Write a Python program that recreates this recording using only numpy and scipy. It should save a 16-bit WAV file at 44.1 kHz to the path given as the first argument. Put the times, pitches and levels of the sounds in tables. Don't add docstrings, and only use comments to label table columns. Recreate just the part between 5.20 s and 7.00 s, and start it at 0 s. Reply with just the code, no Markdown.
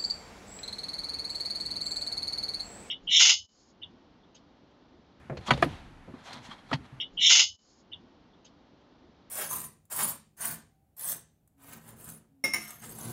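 import sys
import numpy as np
from scipy import signal
from scipy.fft import rfft, irfft
from scipy.io import wavfile

SR = 44100
rng = np.random.default_rng(int(sys.argv[2]) if len(sys.argv) > 2 else 0)


def put_to_file(sound):
    columns = np.atleast_2d(sound).T
    safe = np.clip(columns, -1, 1)
    whole_steps = np.round(safe * 32767)
    wavfile.write(sys.argv[1], SR, whole_steps.astype(np.int16))


N = 79380
TIME, FREQS = np.arange(N) / SR, np.fft.rfftfreq(N, 1 / SR)

# f/Hz, level/dB
ROOM_TONE = [(59, -66), (100, -16), (240, -0.5), (439, -15), (854, -11.5), (1920, -16), (4810, -29.5),
             (8620, -40.5), (11300, -38.5), (12800, -48), (14500, -79.5)]
# t/s, level/dB
RUMBLE_ENVELOPE = [(0, -80), (.3, -62), (.5, -59), (.545, -43), (.59, -54), (.67, -48.5), (.8, -57.5),
                   (.95, -72), (1.8, -67)]
# f/Hz, level/dB
RUMBLE_COLOUR = [(10, -29), (33, 20.5), (50, -9), (90, -23), (300, -61)]
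# t/s, level/dB
SHUFFLE_ENVELOPE = [(0, -57), (.09, -61.5), (.2, -44), (.25, -60), (.36, -42.5), (.44, -42.5), (.5, -44),
                    (.6, -56), (.74, -56), (.82, -62.5), (1.05, -69), (1.2, -59), (1.42, -69), (1.6, -50.5),
                    (1.68, -66), (1.8, -59)]
# f/Hz, level/dB
SHUFFLE_COLOUR = [(30, -27.5), (70, 5), (125, 4.5), (250, -4), (400, -9), (800, -32), (2000, -46.5)]
# f/Hz, t60/s
CABIN_T60 = [(80, 0.6), (250, 0.17), (700, 0.21), (3000, 0.15), (12000, 0.37)]
# f/Hz, level/dB
CABIN_SEND = [(80, -22), (300, -3), (700, -19.5), (2000, -32), (12000, -15.5)]

# peak t/s, level/dB, rise/s, t60/s
SWISHES = [(.39, -49.5, 0.069, 0.44), (0.539, -51.5, 0.14, 0.66)]
# f/Hz, level/dB
SWISH_COLOUR = [(240, -38), (400, -8), (704, 0), (829, 0.5), (1200, -6), (3730, -9), (5170, -19),
                (10400, -30.5), (14000, -33)]
# peak t/s, level/dB, half-width/s
RUBS = [(0.277, -44, 0.014), (1.067, -55, 0.026), (1.256, -55, 0.029)]
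# f/Hz, level/dB
RUB_COLOUR = [(300, -25), (2500, 2), (4500, -5.5), (5800, -4), (7200, -6.5), (8800, -19), (10500, -16),
              (14000, -32)]

# t/s, level/dB
SCRAPE_STROKES = [
    [(.24, -57.5), (.262, -54.5), (.274, -44), (.285, -44), (.298, -41.5), (.304, -53)],
    [(.94, -74), (1.0, -58.5), (1.045, -64), (1.07, -49), (1.11, -48.5), (1.14, -50), (1.175, -50),
     (1.215, -61.5), (1.255, -56), (1.303, -55), (1.316, -46), (1.335, -51), (1.356, -61), (1.395, -62),
     (1.43, -71.5), (1.485, -60), (1.512, -52), (1.53, -47.5)],
    [(1.63, -72), (1.657, -55.5), (1.685, -76)],
]
# f/Hz, level/dB
SCRAPE_COLOUR = [(240, -14.5), (400, -9), (758, 3), (893, -2.5), (962, -2.5), (1100, -5), (2050, -5),
                 (2650, -12.5), (4200, -7.5), (4520, -13), (10100, -33), (14000, -43)]
# f/Hz, bandwidth/Hz, level/dB
SCRAPE_RINGS = [(992, 74, -11.5), (1250, 110, -20), (3180, 23, -18.5), (3400, 210, -14.5),
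                (4110, 30, -20.5)]

# t/s, f/Hz, level/dB, t60/s
PINGS = [(0.1716, 4300, -48.5, 0.073), (.3362, 3620, -27, 0.021), (1.1277, 4140, -42, .06),
         (1.5155, 1263, -29, 0.037)]
# f/Hz, level/dB, t60/s
FITTING_MODES = [(840, -12.5, 0.17), (1160, -4, 0.091), (1314, -10.5, 0.14), (2280, -17, 0.11),
                 (3233, 3.5, 0.079), (3420, -4, 0.064), (3840, -16, 0.14)]
# t/s, level/dB, tilt/(dB per octave), rise/s
CLINKS = [(0.271, -45.5, 14, 0.0035), (1.3112, -41, -3.5, 0.0016), (1.383, -54, -2, .006)]
KNOCK_BANDS_HZ = [150, 550, 1200, 2200, 4300, 7000, 11000]
# t/s, t60/s, then level/dB at each EQ point
KNOCKS = [(0.0983, 0.079, -40, -29.5, -41, -41.5, -79, -65, -90),
          (0.118, 0.18, -42.5, -38, -54, -57, -78, -86, -88),
          (0.1709, 0.073, -68, -36.5, -48, -43.5, -45, -56, -89),
          (.283, 0.11, -47, -33.5, -26, -72, -35, -70, -66),
          (.336, 0.08, -24.5, -35.5, -36, -41, -37, -52, -62),
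          (0.3761, 0.036, -63, -29, -54, -44, -46, -49.5, -61),
          (0.4226, 0.03, -58, -59, -57, -36, -42, -40, -41.5),
          (.443, 0.069, -51, -28.5, -53, -50, -51, -53, -45),
          (0.876, 0.23, -44, -47.5, -59.5, -79, -89, -85, -92),
          (0.938, 0.18, -49, -51, -53.5, -69, -68, -83, -92),
          (1.131, 0.07, -43.5, -56, -48, -47, -40, -48, -57.5),
          (1.5136, 0.061, -38.5, -34.5, -33, -39, -50, -59, -64),
          (1.537, .035, -64, -68, -56, -39, -25.5, -45, -64)]
# t/s, f/Hz, level/dB, time to peak/s
THUDS = [(.102, 137.3, -35, 0.014), (.283, 213, -35, 0.009), (.311, 135, -23.5, 0.0081),
         (.310, 245.6, -26, 0.0067), (.427, 151, -28.5, 0.0059), (.427, 254, -28, 0.0044),
         (.459, 283, -27.5, 0.0058), (.462, 147, -34.5, 0.011), (0.878, 149, -65, 0.02),
         (0.938, 247, -36, 0.0038), (1.16, 224, -47, 0.0059), (1.193, 127, -50.5, 0.0073),
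         (1.289, 208, -42.5, 0.0028), (1.523, 267.3, -29, 0.00714), (1.539, 139, -27, 0.0071),
         (1.722, 130, -43, 0.012)]

# f/Hz, level/dB, t60/s
LEVER = [(476, -28, 0.075), (566, -33, 0.22), (685, -24.5, 0.1), (776, -19, 0.049), (982, -18, 0.075),
         (1210, -23, 0.07), (1286, -19, 0.06), (1505, -16.5, 0.048), (1901, -28, 0.074),
         (2002, -17.5, 0.046), (2227, -17, 0.045), (2327, -18, 0.038), (2840, -29, 0.052),
         (3240, -16.5, 0.041)]
STOP = [(352, -19.5, 0.043), (691, -10, 0.046), (989, -33, 0.1), (1198, -8, 0.023), (1320, -27, 0.041),
        (1546, -21, 0.032), (1712, -18.5, 0.038), (1873, -21.5, 0.031), (2440, -28, 0.043),
        (2605, -33.5, 0.059), (3420, -32, 0.06)]
LATCH = [(667, -25.5, 0.041), (896, -30, 0.076), (1059, -29, 0.06), (1910, -23.5, 0.026),
         (2580, -37, 0.037), (2948, -32.5, 0.06), (3236, -34.5, 0.08), (4330, -35.5, 0.084),
         (4650, -60, 0.032)]
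# f/Hz, level/dB
LEVER_CLATTER = [(60, -16), (200, -3), (450, -4), (1500, 0.5), (3200, -4), (3700, -11), (4550, -5.5),
                 (5100, -25), (6500, -16.5), (8200, -31.5), (9500, -24), (13000, -45)]
STOP_CLATTER = [(60, -12), (200, 2), (450, -2.5), (1700, 0), (2200, -4), (3500, -8.5), (4600, -12.5),
                (5400, -22), (8200, -32), (10500, -25), (14000, -46)]
LATCH_CLATTER = [(60, -38), (250, -4), (450, 0), (900, -0.5), (1600, -1), (2000, 2.5), (3700, -8.5),
                 (4400, -4), (5300, -13.5), (6500, -24), (8000, -32), (13000, -44)]
# t/s, crack/dB, clatter/dB, clatter t60/s, clatter rise/s, modes, clatter spectrum
CLUNKS = [(0.3063, -15, -18, .07, 0.00073, LEVER, LEVER_CLATTER),
          (0.4252, -29, -23.5, 0.085, 0.00061, STOP, STOP_CLATTER),
          (1.5297, -22.5, -25, 0.068, 0.0019, LATCH, LATCH_CLATTER)]
# f/Hz, level/dB
MICROPHONE_EQ = [(15, -6), (50, 2), (4600, 1), (5100, -0.5), (6000, 1.5), (11300, 0), (12800, -8),
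                 (14200, -26)]

ROOM_TONE_DB, CABIN_BUILD_UP_S = -58, 0.0079
SLIPS_PER_S, SLIP_SPREAD_DB, SCRAPE_HISS_DB = 2500, 0.5, -0.5
TAP_RISE_S, KNOCK_LOW_CUT_HZ = 0.00035, 82
CONTACT_S, MODE_RISE_S = 0.000116, 0.0015
HIGH_CUT_HZ = 14750


def amp(db):
    return 10 ** (np.asarray(db) / 20)


def unit(x):
    return x / np.sqrt(np.mean(x ** 2) + 1e-20)


def curve(points, hz):
    f, value = np.transpose(points)
    return np.interp(np.log(hz + 1), np.log(f + 1), value)


def fader(points):
    s, db = np.transpose(points)
    return amp(np.interp(TIME, s, db)) * (TIME >= s[0] - .03) * (TIME <= s[-1] + .03)


def colour(x, spectrum):
    return unit(irfft(rfft(x) * amp(curve(spectrum, FREQS)), N))


def noise(spectrum):
    return colour(rng.standard_normal(N), spectrum)


def since(start):
    return np.maximum(TIME - start, 0)


def strike(t, rise, t60):
    return (1 - np.exp(-t / rise)) * amp(-60 * t / t60)


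def mode(t, hz, db, rise, t60):
    return amp(db) * strike(t, rise, t60) * np.sin(2 * np.pi * hz * t)


def background():
    shuffle = fader(SHUFFLE_ENVELOPE) * noise(SHUFFLE_COLOUR)
    rumble = fader(RUMBLE_ENVELOPE) * noise(RUMBLE_COLOUR)
    return shuffle + rumble + amp(ROOM_TONE_DB) * noise(ROOM_TONE)


def cabin(x):
    hz, t, bands = signal.stft(rng.standard_normal(N), SR, nperseg=256)
    t60 = curve(CABIN_T60, hz)[:, None]
    decay = amp(curve(CABIN_SEND, hz)[:, None] - 60 * t / t60)
    trim = np.sqrt(2 * np.log(1000) / (t60 * SR))
    tail = signal.istft(bands * decay * trim, SR, nperseg=256)[1][:N]
    fade_in = np.minimum(TIME / CABIN_BUILD_UP_S, 1)
    return signal.fftconvolve(x, tail * fade_in)[:N]


def sleeve():
    motion = sum(amp(db - 60 * since(peak) / t60) * np.exp(-(np.minimum(TIME - peak, 0) / rise) ** 2)
                 for peak, db, rise, t60 in SWISHES)
    rubbing = sum(amp(db) * np.exp(-((TIME - peak) / width) ** 2) for peak, db, width in RUBS)
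    return motion * noise(SWISH_COLOUR) + rubbing * noise(RUB_COLOUR)


def scraping():
    slips = (rng.random(N) < SLIPS_PER_S / SR) * rng.choice([-1., 1.], N)
    slips *= amp(SLIP_SPREAD_DB * np.minimum(rng.exponential(1, N), 4))
    rings = sum(amp(db) * unit(signal.lfilter(*signal.iirpeak(hz, hz / width, SR), slips))
                for hz, width, db in SCRAPE_RINGS)
    hiss = amp(SCRAPE_HISS_DB) * colour(slips, SCRAPE_COLOUR)
    return (rings + hiss) * sum(fader(stroke) for stroke in SCRAPE_STROKES)


def ping(start, hz, db, t60):
    return mode(since(start), hz, db, TAP_RISE_S, t60)


def clink(start, db, tilt_db, rise):
    t = since(start)
    return sum(mode(t, hz, db + mode_db + tilt_db * np.log2(hz / 2000), rise, t60)
               for hz, mode_db, t60 in FITTING_MODES)


def knock(start, t60, *band_db):
    eq = amp(curve(list(zip(KNOCK_BANDS_HZ, band_db)), FREQS))
    pink = np.sqrt(SR / 2 / np.maximum(FREQS, KNOCK_BANDS_HZ[0]))
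    body = irfft(rfft(rng.standard_normal(N)) * eq * pink, N)
    burst = body * strike(since(start), TAP_RISE_S, t60)
    return signal.sosfilt(signal.butter(2, KNOCK_LOW_CUT_HZ, "high", fs=SR, output="sos"), burst)


def thud(start, hz, db, peak_s):
    t = since(start)
    swell = t / peak_s * np.exp(1 - t / peak_s)
    return amp(db) * swell * np.sin(2 * np.pi * hz * t)


def clunk(start, crack_db, clatter_db, clatter_t60, clatter_rise, modes, spectrum):
    t = since(start)
    contact = (TIME - start) / CONTACT_S - np.pi
    crack = amp(crack_db) * (1 - 2 * contact ** 2) * np.exp(-contact ** 2)
    ring = sum((-1) ** k * mode(t, hz, db, MODE_RISE_S, t60) for k, (hz, db, t60) in enumerate(modes))
    clatter = amp(clatter_db) * strike(t, clatter_rise, clatter_t60) * noise(spectrum)
    return crack + ring + clatter


def scene():
    parts = sum(clunk(*row) for row in CLUNKS)
    parts += sum(knock(*row) for row in KNOCKS)
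    parts += sum(thud(*row) for row in THUDS)
    parts += sum(clink(*row) for row in CLINKS)
    parts += sum(ping(*row) for row in PINGS)
    parts += scraping()
    return (parts + cabin(parts) + sleeve() + background())[None]


def record(dry):
    heard = irfft(rfft(dry) * amp(curve(MICROPHONE_EQ, FREQS)), N)
    high_cut = signal.firwin(511, HIGH_CUT_HZ, window=("kaiser", 9), fs=SR)
    return signal.oaconvolve(heard, high_cut[None], "same")


dry = scene()
out = record(dry)
put_to_file(out)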